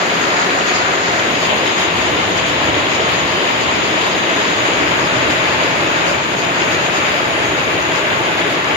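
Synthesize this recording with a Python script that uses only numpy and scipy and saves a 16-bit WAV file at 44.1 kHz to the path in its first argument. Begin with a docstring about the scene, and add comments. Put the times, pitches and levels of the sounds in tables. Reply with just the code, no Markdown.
"""Heavy hail on a garden, heard from under a porch roof

Countless impacts on lawn and paving merge into a roar of noise; a deep rumble rolls beneath it, and the porch
roof and soft ground drum. Noise bursts and decaying sinusoids make the nearer stones, which patter in the hedge,
tick on the ice already lying, clack and knock. The fall surges and eases a little, with brief bursts of ice,
thuds and a few hard single hits; most of it lies to the left of the two microphones."""
import sys
import numpy as np
from scipy import signal
from scipy.fft import rfft, irfft, next_fast_len
from scipy.io import wavfile
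from scipy.ndimage import uniform_filter1d, minimum_filter1d, map_coordinates

SR = 44100
rng = np.random.default_rng(int(sys.argv[2]) if len(sys.argv) > 2 else 0)


def unload_audio(sound):
    """Save the sound as a 16-bit wav file, at the path given as the first command line argument."""
    columns = np.transpose(np.atleast_2d(sound))
    # keep every value between -1 and 1, then stretch to whole-number steps
    steps = np.round(np.clip(columns, -1, 1) * 32767)
    wavfile.write(sys.argv[1], SR, steps.astype(np.int16))


N = 386307


def amp(db):
    """Decibel law: a level in dB becomes a gain in amplitude."""
    return 10 ** (np.asarray(db) / 20)


def unit(x):
    """Normalisation: scale to rms 1."""
    return x / np.sqrt(np.mean(x ** 2) + 1e-20)


def along(points, hz):
    """Logarithmic frequency scale: interpolate (f/Hz, value) points at the frequencies hz."""
    f, v = np.transpose(points)
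    return np.interp(np.log(hz + 1), np.log(f + 1), v)


def curves(rows):
    """Linear interpolation in time: one value per sample for each column after t/s."""
    s, *cols = np.transpose(rows)
    return [np.interp(np.arange(N) / SR, s, c) for c in cols]


def wobble(rate):
    """Band-limited randomness: a smooth curve through random knots, rate of them per second."""
    knots = rng.standard_normal(int(N * rate / SR) + 4)
    return map_coordinates(knots, [np.arange(N) * rate / SR])


def filtered(x, response):
    """Convolution theorem: multiply the spectrum of x by a response of frequency."""
    size = next_fast_len(N + SR // 2)
    spectrum = rfft(x, size) * response(np.fft.rfftfreq(size, 1 / SR))
    return irfft(spectrum, size)[..., :N]


def pan(lean_db):
    """Interchannel level difference: left and right gains that differ by lean_db."""
    return amp(np.array([[.5], [-.5]]) * lean_db)


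def add(track, start, sound):
    """Superposition: mix a sound into the track from a start time (s)."""
    part = track[..., max(round(start * SR), 0):][..., :sound.shape[-1]]
    part += sound[..., :part.shape[-1]]


def impacts(rate, spread_db, decay_ms):
    """Shot noise: power of random blows of log-normal size, each falling to 1/e in decay_ms; mean 1."""
    sizes = amp(spread_db * np.clip(rng.standard_normal((2, N)), -2, 2))
    lands = rng.random((2, N)) < rate / SR
    keep = np.exp(-1000 / (decay_ms * SR))
    power = signal.lfilter([1], [1, -keep], lands * sizes ** 2)
    return power / power.mean()


def shower(rate, spread_db, decay_ms, near_db):
    """Central limit: far stones blur into steady noise; near ones, near_db relative to it, stay tiny bursts."""
    power = 1 + amp(near_db) ** 2 * impacts(rate, spread_db, decay_ms)
    return unit(rng.standard_normal((2, N)) * np.sqrt(power))


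def patchy(x, patchy_db, size=(5, 16)):
    """Spectro-temporal modulation: random gains over patches of size (bands, frames) make the noise flicker."""
    z = signal.stft(x, nperseg=512)[2]
    field = uniform_filter1d(rng.standard_normal(z.shape[1:]), size=size[0], axis=0)
    field = uniform_filter1d(field, size=size[1], axis=1)
    return unit(signal.istft(z * amp(patchy_db * unit(field)), nperseg=512)[1][:, :N])


def coloured(x, spectrum):
    """Minimum phase: each blow rings with the given spectrum only after it lands; rms 1."""
    size = 16384
    gain = np.maximum(amp(along(spectrum, np.fft.rfftfreq(size, 1 / SR))), 1e-6)
    # folding the cepstrum forward in time makes the response causal
    cepstrum = irfft(np.log(gain))
    cepstrum[1:size // 2] *= 2
    cepstrum[size // 2 + 1:] = 0
    response = irfft(np.exp(rfft(cepstrum)))
    return unit(signal.fftconvolve(x, response[None], axes=1)[:, :N])


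# the sound's colour passes through three views: hedge (0), paving (1), whole garden (2): [t/s, view 0-2]
VIEW = [(0, 0), (1.15, 0), (1.35, 1), (4.5, 1), (4.8, 2), (8.76, 2)]


def in_view(x, spectra):
    """Spectral crossfade: the colour passes from one spectrum to the next as the view changes."""
    view, = curves(VIEW)
    total = 0
    for k, spectrum in enumerate(spectra):
        share = np.clip(1 - abs(view - k), 0, 1)
        total = total + share * coloured(x, spectrum)
    return total


# likeness of the two channels: [f/Hz, coherence 0-1]
ALIKE = [(40, .55), (85, .7), (170, .86), (300, .85), (460, .48), (660, .64), (850, .35), (1500, .26),
         (2200, .06), (8000, .02)]
# level difference of the channels: [f/Hz, left minus right level/dB]
LEAN = [(80, 0), (160, -0.5), (230, 2.5), (330, 0.5), (450, 0.5), (600, -2.3), (780, 2.5), (980, 1.5),
        (1300, 3.5), (2000, 3), (3200, 2), (4200, 1)]
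# how much earlier the right microphone hears the sound: [f/Hz, lead/ms]
LEAD = [(200, .09), (330, .12), (465, .35), (590, .11), (720, .17), (810, .23), (1000, .29), (1300, .34),
        (1700, .3)]


def at_microphones(pair):
    """Partial coherence: long waves are largely shared; the left is mostly louder, the right earlier."""
    turn = lambda hz: np.arccos(np.clip(along(ALIKE, hz), 0, 1)) / 2
    mid, side = filtered(pair, lambda hz: np.array([np.cos(turn(hz)), np.sin(turn(hz))]))
    delay_s = lambda hz: np.array([[.5], [-.5]]) * along(LEAD, hz) / 1000
    ports = lambda hz: pan(along(LEAN, hz)) * np.exp(-2j * np.pi * hz * delay_s(hz))
    return filtered(np.array([mid + side, mid - side]), ports)


# the storm's deep rumble, before the fall and the roll shift it: [t/s, level/dB]
STORM = [(0, -36), (0.17, -39.5), (0.4, -36.5), (0.8, -36), (1.0, -36.5), (1.45, -32), (1.75, -35.5),
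         (2, -28.5), (2.3, -32), (2.77, -28.5), (2.92, -33.5), (3.25, -28), (3.47, -34.5), (3.65, -31.5),
         (4.4, -34), (5.05, -31), (6.3, -32), (6.75, -31), (7.08, -33), (7.48, -29.5), (7.63, -31.5),
         (8.76, -32.5)]
# colour of the rumble: [f/Hz, level/dB]
RUMBLE = [(20, -33), (42, -20), (62, -5.5), (85, 1), (130, 3.5), (175, -2.5), (230, -31.5), (400, -75)]
# a stronger rumble is also deeper: below this edge (Hz) it swells further (extra dB per dB)
DEEP_HZ, DEEP_GROWS = 68, 1.3
# random rolling: knots per s, dB per unit of the random curve
ROLL_RATE, ROLL_DB = 8.3, 0.5


def rumble(fall_db):
    """Level-dependent spectrum: the deep, rolling sum of the storm swells most in its lowest part."""
    level_db, = curves(STORM)
    level_db = level_db + fall_db + ROLL_DB * wobble(ROLL_RATE)
    noise = coloured(rng.standard_normal((2, N)), RUMBLE)
    deep = filtered(noise, lambda hz: 1 / (1 + (hz / DEEP_HZ) ** 8))
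    extra_db = DEEP_GROWS * (level_db - level_db.mean())
    return amp(level_db) * (noise - deep + amp(extra_db) * deep)


# drumming on roof and lawn, before the dips: [t/s, level/dB]
DRUM_LEVEL = [(0, -21), (0.85, -21.5), (1.02, -22.5), (1.2, -21.6), (1.55, -20.5), (1.95, -23), (2.15, -21),
              (2.32, -22.5), (2.68, -21), (3.0, -22.5), (3.45, -21.6), (4.2, -21.6), (5.3, -20.5),
              (5.5, -21.5), (6.05, -21.5), (6.4, -21.5), (6.8, -22), (7.85, -22), (8.76, -21.5)]
# colour of the drumming in each view: [f/Hz, level/dB]
DRUM_HEDGE = [(100, -40), (170, -4.5), (200, -8.5), (226, -7), (254, -7.5), (397, -2), (461, -7), (542, -3),
              (629, -6), (721, -2), (800, -10.5), (1040, -33), (1760, -120)]
DRUM_PAVING = [(100, -43), (170, -5), (248, -6.5), (307, -2.5), (340, -3), (392, -3.5), (598, -4),
               (650, -1.5), (689, -6.5), (800, -12.5), (1040, -36), (1760, -120)]
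DRUM_GARDEN = [(100, -35.5), (170, -3.5), (194, -10), (231, -7.5), (309, -2.5), (361, -2.5), (483, -4.5),
               (522, -4), (650, -1.5), (780, -11.5), (800, -14.5), (1040, -35), (1760, -120)]


def drumming(dip_db):
    """Forced response: random blows on the porch roof and the lawn sound dull and low."""
    blows = shower(rate=390, spread_db=6.0, decay_ms=2.3, near_db=-5.0)
    level_db, = curves(DRUM_LEVEL)
    return amp(level_db + dip_db) * in_view(blows, [DRUM_HEDGE, DRUM_PAVING, DRUM_GARDEN])


# colour of the roar in each view: [f/Hz, level/dB]
ROAR_HEDGE = [(440, -29.5), (750, -7.5), (833, -7), (993, -2), (1070, -4), (1170, -2.5), (1920, -3),
              (2540, -7), (3110, -11.5), (3330, -12.5), (4000, -13.5), (5200, -32), (8800, -120)]
ROAR_PAVING = [(440, -37.5), (750, -0.5), (793, -5.5), (863, -0.5), (1100, -0.2), (1240, -3), (1530, -3.5),
               (1880, -2.5), (2760, -4), (3600, -7.5), (4000, -10.5), (5200, -44), (8800, -120)]
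ROAR_GARDEN = [(440, -31), (750, -3.5), (782, -5.5), (863, 1), (952, -1.5), (1150, -0.5), (1310, -2.5),
               (1440, -2), (1740, -2), (2500, -3), (4000, -12.5), (5200, -47), (8800, -120)]
ROAR_DB = -16  # before the fall and the flurries shift it


def roar(fall_db, flurry):
    """Incoherent summation: stones clattering on the paving and through the hedge merge into noise."""
    blows = shower(rate=450, spread_db=0.5, decay_ms=1.0, near_db=-10.0)
    blows = patchy(blows, patchy_db=0.62)
    level_db = ROAR_DB + fall_db + 0.12 * flurry
    return amp(level_db) * in_view(blows, [ROAR_HEDGE, ROAR_PAVING, ROAR_GARDEN])


SPURTS_PER_S = 32  # knots of the random curves


def spurts():
    """Correlated modulation: a random swell for each channel, half of its power common to both."""
    common = wobble(SPURTS_PER_S)
    own = np.array([wobble(SPURTS_PER_S), wobble(SPURTS_PER_S)])
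    return (common + own) / np.sqrt(2)


# where the treble comes from: [t/s, hiss left minus right level/dB, fizz left minus right level/dB]
FACING = [(0, -1, 2), (1.24, -0.5, 1), (1.29, 1, 11), (4.6, 1.5, 10.5), (8.3, -0.3, 13), (8.76, -0.5, 10)]
# the hiss, which slowly fades, before fall, bursts and spurts shift it: [t/s, level/dB]
HISS_LEVEL = [(0, -27.5), (1.3, -27.5), (2.7, -29), (4.1, -28), (5.6, -29), (7, -29.5), (7.6, -30.5),
              (8.76, -31)]
# colour of the hiss: [f/Hz, level/dB]
HISS = [(3300, -36), (3900, -4.5), (4400, 2.5), (5200, 1.5), (5450, -6.5), (6200, -9), (6450, 5), (6750, 5),
        (7200, -0.5), (7900, -25.5), (9000, -23), (12000, -92)]
# growth with the fall (dB per dB), depth of the spurts (dB per unit of swell)
HISS_GROWS, HISS_SPURT_DB = 0.82, .6


def hiss(fall_db, flurry, burst_db):
    """Amplitude modulation: ice ticking on ice in spurts is a bright noise band of random level."""
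    lean_db, _ = curves(FACING)
    level_db, = curves(HISS_LEVEL)
    ticks = shower(rate=600, spread_db=1.0, decay_ms=3.1, near_db=-7)
    ticks = coloured(patchy(ticks, patchy_db=1.35, size=(9, 7)), HISS)
    level_db = level_db + HISS_GROWS * fall_db + burst_db + HISS_SPURT_DB * spurts() + 0.16 * flurry
    return amp(level_db) * pan(lean_db) * ticks


# the fizz, before fall, bursts and spurts shift it: [t/s, level/dB]
FIZZ_LEVEL = [(0, -46.5), (1.2, -48), (1.4, -48.5), (2.6, -51), (4, -49.5), (5.4, -49.5), (6.3, -50),
              (7.2, -48.5), (8.76, -50)]
# colour of the fizz: [f/Hz, level/dB]
FIZZ = [(6500, -56), (7400, -25), (8300, 3.5), (9800, 2), (11600, 4.5), (12700, -0.5), (13100, -10),
        (13800, -6), (14150, 5), (14700, 2), (15100, -12), (15700, -11)]
# growth with the fall (dB per dB), depth of the spurts (dB per unit of swell)
FIZZ_GROWS, FIZZ_SPURT_DB = 0.66, .5


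def fizz(fall_db, burst_db):
    """Short impulses, high spectrum: ice ticking on ice also gives a faint fizz above the hiss."""
    _, lean_db = curves(FACING)
    level_db, = curves(FIZZ_LEVEL)
    ticks = shower(rate=560, spread_db=2, decay_ms=1.2, near_db=-11)
    ticks = coloured(patchy(ticks, patchy_db=1.5, size=(30, 8)), FIZZ)
    level_db = level_db + FIZZ_GROWS * fall_db + burst_db + FIZZ_SPURT_DB * spurts()
    return amp(level_db) * pan(lean_db) * ticks


def stones(rate, pitch_hz, octaves, cycles, spread_db):
    """Damped oscillation: stones at random moments ring for a few cycles, each with its own pitch; rms 1."""
    count = int(np.clip(rate * N / SR, 1, 8000))
    draws = rng.standard_normal((count, 4))
    starts = rng.integers(0, N, count)
    pitch, size, side, life = np.clip(draws, -1.8, 1.8).T[:, :, None]
    age = np.arange(int(3 * cycles * SR / pitch_hz))
    turns = pitch_hz * 2 ** (octaves * pitch) * age / SR
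    # the amplitude falls by 60 dB over about this many cycles
    decay = np.exp(-np.log(1000) * turns / (cycles * 2 ** (life / 2)))
    ring = amp(spread_db * size) * np.sin(2 * np.pi * turns) * decay
    where = (starts[:, None] + age).ravel()
    channels = []
    for way in (1, -1):
        placed = ring * np.cos(np.pi / 4 + way * side / 2)
        channels.append(np.bincount(where, placed.ravel(), N)[:N])
    return unit(np.array(channels))


# the nearest ticks, strongest beside the hedge, before the bursts: [t/s, level/dB]
TICK_LEVEL = [(0, -39), (1.25, -37), (1.6, -44.5), (7, -43), (8.76, -45)]
# colour of a tick, a clack and a knock: [f/Hz, level/dB]
TICK_COLOUR = [(300, -40), (1000, -15), (2500, 2), (4200, -6), (5200, -21), (5800, 3), (6800, -7),
               (7900, -9), (12000, -20), (15700, -28)]
CLACK_COLOUR = [(300, -40), (900, -4), (2000, 0), (3300, 2), (5200, -9), (8000, -32)]
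KNOCK_COLOUR = [(70, -50), (200, -4), (330, 0), (700, 0), (1500, -30), (4000, -60)]
# levels before the fall and the dips shift them (dB)
CLACK_DB, KNOCK_DB = -26.5, -31.5


def near_stones(fall_db, dip_db, burst_db):
    """Resolved impacts: ticks on leaves and ice, clacks on paving and knocks on the roof stand out."""
    tick_db, = curves(TICK_LEVEL)
    ticks = stones(rate=200, pitch_hz=4000, octaves=.35, cycles=7, spread_db=4)
    clacks = stones(rate=380, pitch_hz=2700, octaves=.4, cycles=9, spread_db=3)
    knocks = stones(rate=100, pitch_hz=440, octaves=.25, cycles=8, spread_db=2)
    hard = amp(CLACK_DB + fall_db) * coloured(clacks, CLACK_COLOUR)
    hard = hard + amp(KNOCK_DB + dip_db) * coloured(knocks, KNOCK_COLOUR)
    return amp(tick_db + burst_db) * coloured(ticks, TICK_COLOUR) + at_microphones(hard)


# handfuls of stones burst on leaves and ice nearby:
# [middle t/s, half-length/s, rise of the hiss level/dB, of the fizz level/dB, of the roar level/dB]
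BURSTS = [(0.281, .06, 1.5, 2, -0.2), (0.404, .06, 1.6, 0, 0.7), (0.692, 0.042, 3.5, 2, 1),
          (0.77, 0.074, 3, -1, 1), (1.15, .08, 1, 1, -1), (1.443, 0.05, 4, 1, 1), (1.52, 0.055, -1, 0, 1.5),
          (1.673, .04, 1, 1.3, 1.5), (1.81, 0.066, 3, 3.8, 2), (2.025, .05, 2.5, 2, 0.3),
          (2.392, .04, 3, 1.5, 0.5), (2.48, .04, 3, 2.6, .8), (2.653, 0.073, 0, 2, 1),
          (2.947, .045, 3, 1, 0), (3.124, 0.081, 1.6, 3, 1), (3.5, .045, 1, 3, 1.5),
          (3.63, .04, 2.3, .5, -0.5), (4.02, .04, 1.5, 3, 0.5), (4.075, .035, .5, 3, .5),
          (4.667, .045, 1, 3, 1), (4.971, .035, 1, 1.8, 0), (5.05, 0.044, 2.2, 0, -1.5),
          (5.32, .055, 2.3, 2, 0.5), (5.97, 0.034, 4, .5, 0.5), (6.082, 0.036, 3, 0, .5),
          (6.4, 0.055, 2, 2, -1), (6.617, .05, 2.5, -1, 1), (6.73, .055, 3.8, 2, 0.5),
          (6.964, .05, 2.6, .5, 0), (7.074, .08, 1.2, 0, 0.5), (7.437, .04, 2.2, .5, 1.5),
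          (7.598, .04, 1.6, 1, 2), (7.97, .05, 3.5, 2.4, 1.5), (8.13, .035, 0, 0, 1.3),
          (8.395, .05, 2.5, 2, 0.7), (8.515, .035, 1.8, 4, 0)]


def bursts():
    """Raised-cosine envelope: each burst shifts hiss, fizz and roar smoothly and back (dB)."""
    t = np.arange(N) / SR
    rise_db = np.zeros((3, N))
    for middle, half_length, *peaks_db in BURSTS:
        near = abs(t - middle) < half_length
        shape = np.cos(np.pi / 2 * (t[near] - middle) / half_length) ** 2
        rise_db[:, near] += np.outer(peaks_db, shape)
    return rise_db


# single stones that crack on the paving close by: [t/s, level/dB, left minus right level/dB]
HITS = [(0.401, -23, 8), (0.772, -23, 7), (2.378, -19, 8), (3.158, -23, 5), (5.305, -17.5, 6),
        (6.45, -19, 10), (6.654, -24, 7), (7.597, -20, 5), (7.959, -21, 8), (8.645, -18, 1)]
# colour of such a crack: [f/Hz, level/dB]
HIT_COLOUR = [(500, -25), (1500, -5), (3300, 0), (6800, -8), (8200, -32), (15000, -42)]
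HIT_T60_S = .012


def hits():
    """Transient excitation: a close stone shatters in one short, bright crack of decaying noise."""
    t = np.arange(SR // 40) / SR
    hz = np.fft.rfftfreq(2 * len(t), 1 / SR)
    colour = unit(amp(along(HIT_COLOUR, hz)))
    shape = np.exp(-np.log(1000) * t / HIT_T60_S)
    paving = np.zeros((2, N))
    for start, db, lean_db in HITS:
        noise = shape * rng.standard_normal((2, len(t)))
        crack = irfft(rfft(noise, 2 * len(t)) * colour)
        add(paving, start, amp(db) * pan(lean_db) * crack[:, :len(t)])
    return paving


# clumps of heavy stones thud on the roof: [t/s, pitch f/Hz, level/dB]
THUDS = [(0.55, 740, -22), (1.1, 700, -26), (1.49, 560, -24), (2.08, 348, -27), (2.14, 506, -20.5),
         (2.6, 315, -24), (2.66, 340, -27), (2.74, 310, -22), (2.98, 410, -23), (3.81, 355, -23),
         (4.0, 600, -31), (4.36, 390, -26), (4.79, 310, -21), (5.27, 314, -21), (5.81, 600, -26),
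         (5.98, 370, -24), (6.05, 560, -20.5), (6.59, 352, -23), (6.77, 400, -32), (7.45, 370, -22.5),
         (7.72, 343, -23), (8.43, 380, -24)]
# build-up and 60 dB decay (s), standard deviation of the band of roof modes (octaves)
THUD_ATTACK_S, THUD_T60_S, THUD_OCTAVES = 0.026, 0.35, .22


def thuds():
    """Modal excitation: each clump stirs a narrow band of the roof's modes, which soon die away."""
    t = np.arange(SR // 3) / SR
    hz = np.fft.rfftfreq(len(t), 1 / SR) + 1
    decay = np.exp(-np.log(1000) * np.maximum(t - THUD_ATTACK_S, 0) / THUD_T60_S)
    shape = np.minimum(t / THUD_ATTACK_S, 1) * decay
    roof = np.zeros((2, N))
    for start, pitch_hz, db in THUDS:
        band = np.exp(-.5 * (np.log2(hz / pitch_hz) / THUD_OCTAVES) ** 2)
        ring = shape * irfft(rfft(rng.standard_normal((2, len(t)))) * band, len(t))
        # every thud gets the energy of its envelope
        ring = np.linalg.norm(shape) * ring / np.linalg.norm(ring, axis=1, keepdims=True)
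        add(roof, start, amp(db) * ring)
    return roof


# the level dips briefly; a negative depth is a rise:
# [t/s, hold/s, depth in the roar level/dB, in the drumming level/dB, in the low middle level/dB]
DIPS = [(0.96, 0.033, 1, 0.5, -0.5), (1.37, 0.022, 1, 1.5, 0), (1.73, 0.022, 1, 1.5, 3),
        (1.937, 0.018, .3, 2.5, -3), (2.308, .017, 1, -2.5, 1), (6.156, 0.14, 1.5, 2.3, -0.5),
        (6.225, 0.065, 0, -1, 4), (7.207, .02, 1, -0.5, 3), (7.797, .035, -0.2, 2.5, -0.5),
        (8.603, 0.02, 2, 6, 3)]
# a dip sets in quickly (s); its recovery lasts a multiple of its hold
DIP_ATTACK_S, DIP_RELEASE_HOLDS = 0.012, 2.2


def dips():
    """Trapezoidal envelope: attack, hold and release shift roar, drumming and low middle (dB)."""
    t = np.arange(N) / SR
    change_db = np.zeros((3, N))
    for start, hold, *depths_db in DIPS:
        corners = start + np.cumsum([0, DIP_ATTACK_S, hold, DIP_RELEASE_HOLDS * hold])
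        change_db -= np.outer(depths_db, np.interp(t, corners, [0, 1, 1, 0]))
    return change_db


# the low middle: centre (Hz), standard deviation (octaves)
MIDDLE_HZ, MIDDLE_OCTAVES = 680, 0.34


def thinned(x, change_db):
    """Band-selective gain: only the low middle changes its level."""
    band = lambda hz: np.exp(-.5 * (np.log2((hz + 1) / MIDDLE_HZ) / MIDDLE_OCTAVES) ** 2)
    return x + (amp(change_db) - 1) * filtered(x, band)


# slow level shift of rumble, roar, hiss, fizz and clacks: [t/s, shift/dB]
FALL = [(0, -1), (0.7, -1), (1.1, -0.9), (1.55, -1.5), (2.15, -1.5), (2.7, -1.1), (3.1, -1.2), (3.9, -1.55),
        (5.3, -0.3), (6.05, -1), (6.85, -1.5), (7.1, -0.5), (7.3, -1.9), (8.5, -2), (8.76, -0.7)]
# flurries of stones: slow and quick swells (knots per s), size of the quick over the slow
FLURRY_RATE, FLUTTER_RATE, FLUTTER_SIZE = 14, 45, 1.6


def scene():
    """Common modulation: all but the drumming, thuds, knocks, ticks and hits follow the fall."""
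    dip_db, drum_dip_db, middle_dip_db = dips()
    hiss_burst_db, fizz_burst_db, roar_burst_db = bursts()
    fall_db = curves(FALL)[0] + dip_db
    roar_fall_db = fall_db + roar_burst_db
    flurry = wobble(FLURRY_RATE) + FLUTTER_SIZE * wobble(FLUTTER_RATE)
    garden = rumble(fall_db) + drumming(drum_dip_db) + thuds() + roar(roar_fall_db, flurry)
    treble = hiss(fall_db, flurry, hiss_burst_db) + fizz(fall_db, fizz_burst_db)
    near = near_stones(roar_fall_db, drum_dip_db, hiss_burst_db) + hits()
    return at_microphones(thinned(garden, middle_dip_db)) + treble + near


TOP_HZ = 15720  # band limit


def record(dry):
    """Peak limiting and band limiting: a smooth gain eases down high peaks; nothing is kept above TOP_HZ."""
    ceiling = .93
    needed = ceiling / np.maximum(abs(dry).max(axis=0), ceiling)
    gain = uniform_filter1d(minimum_filter1d(needed, size=201), size=201)
    return filtered(dry * gain, lambda hz: hz < TOP_HZ)


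dry = scene()
out = record(dry)
unload_audio(out)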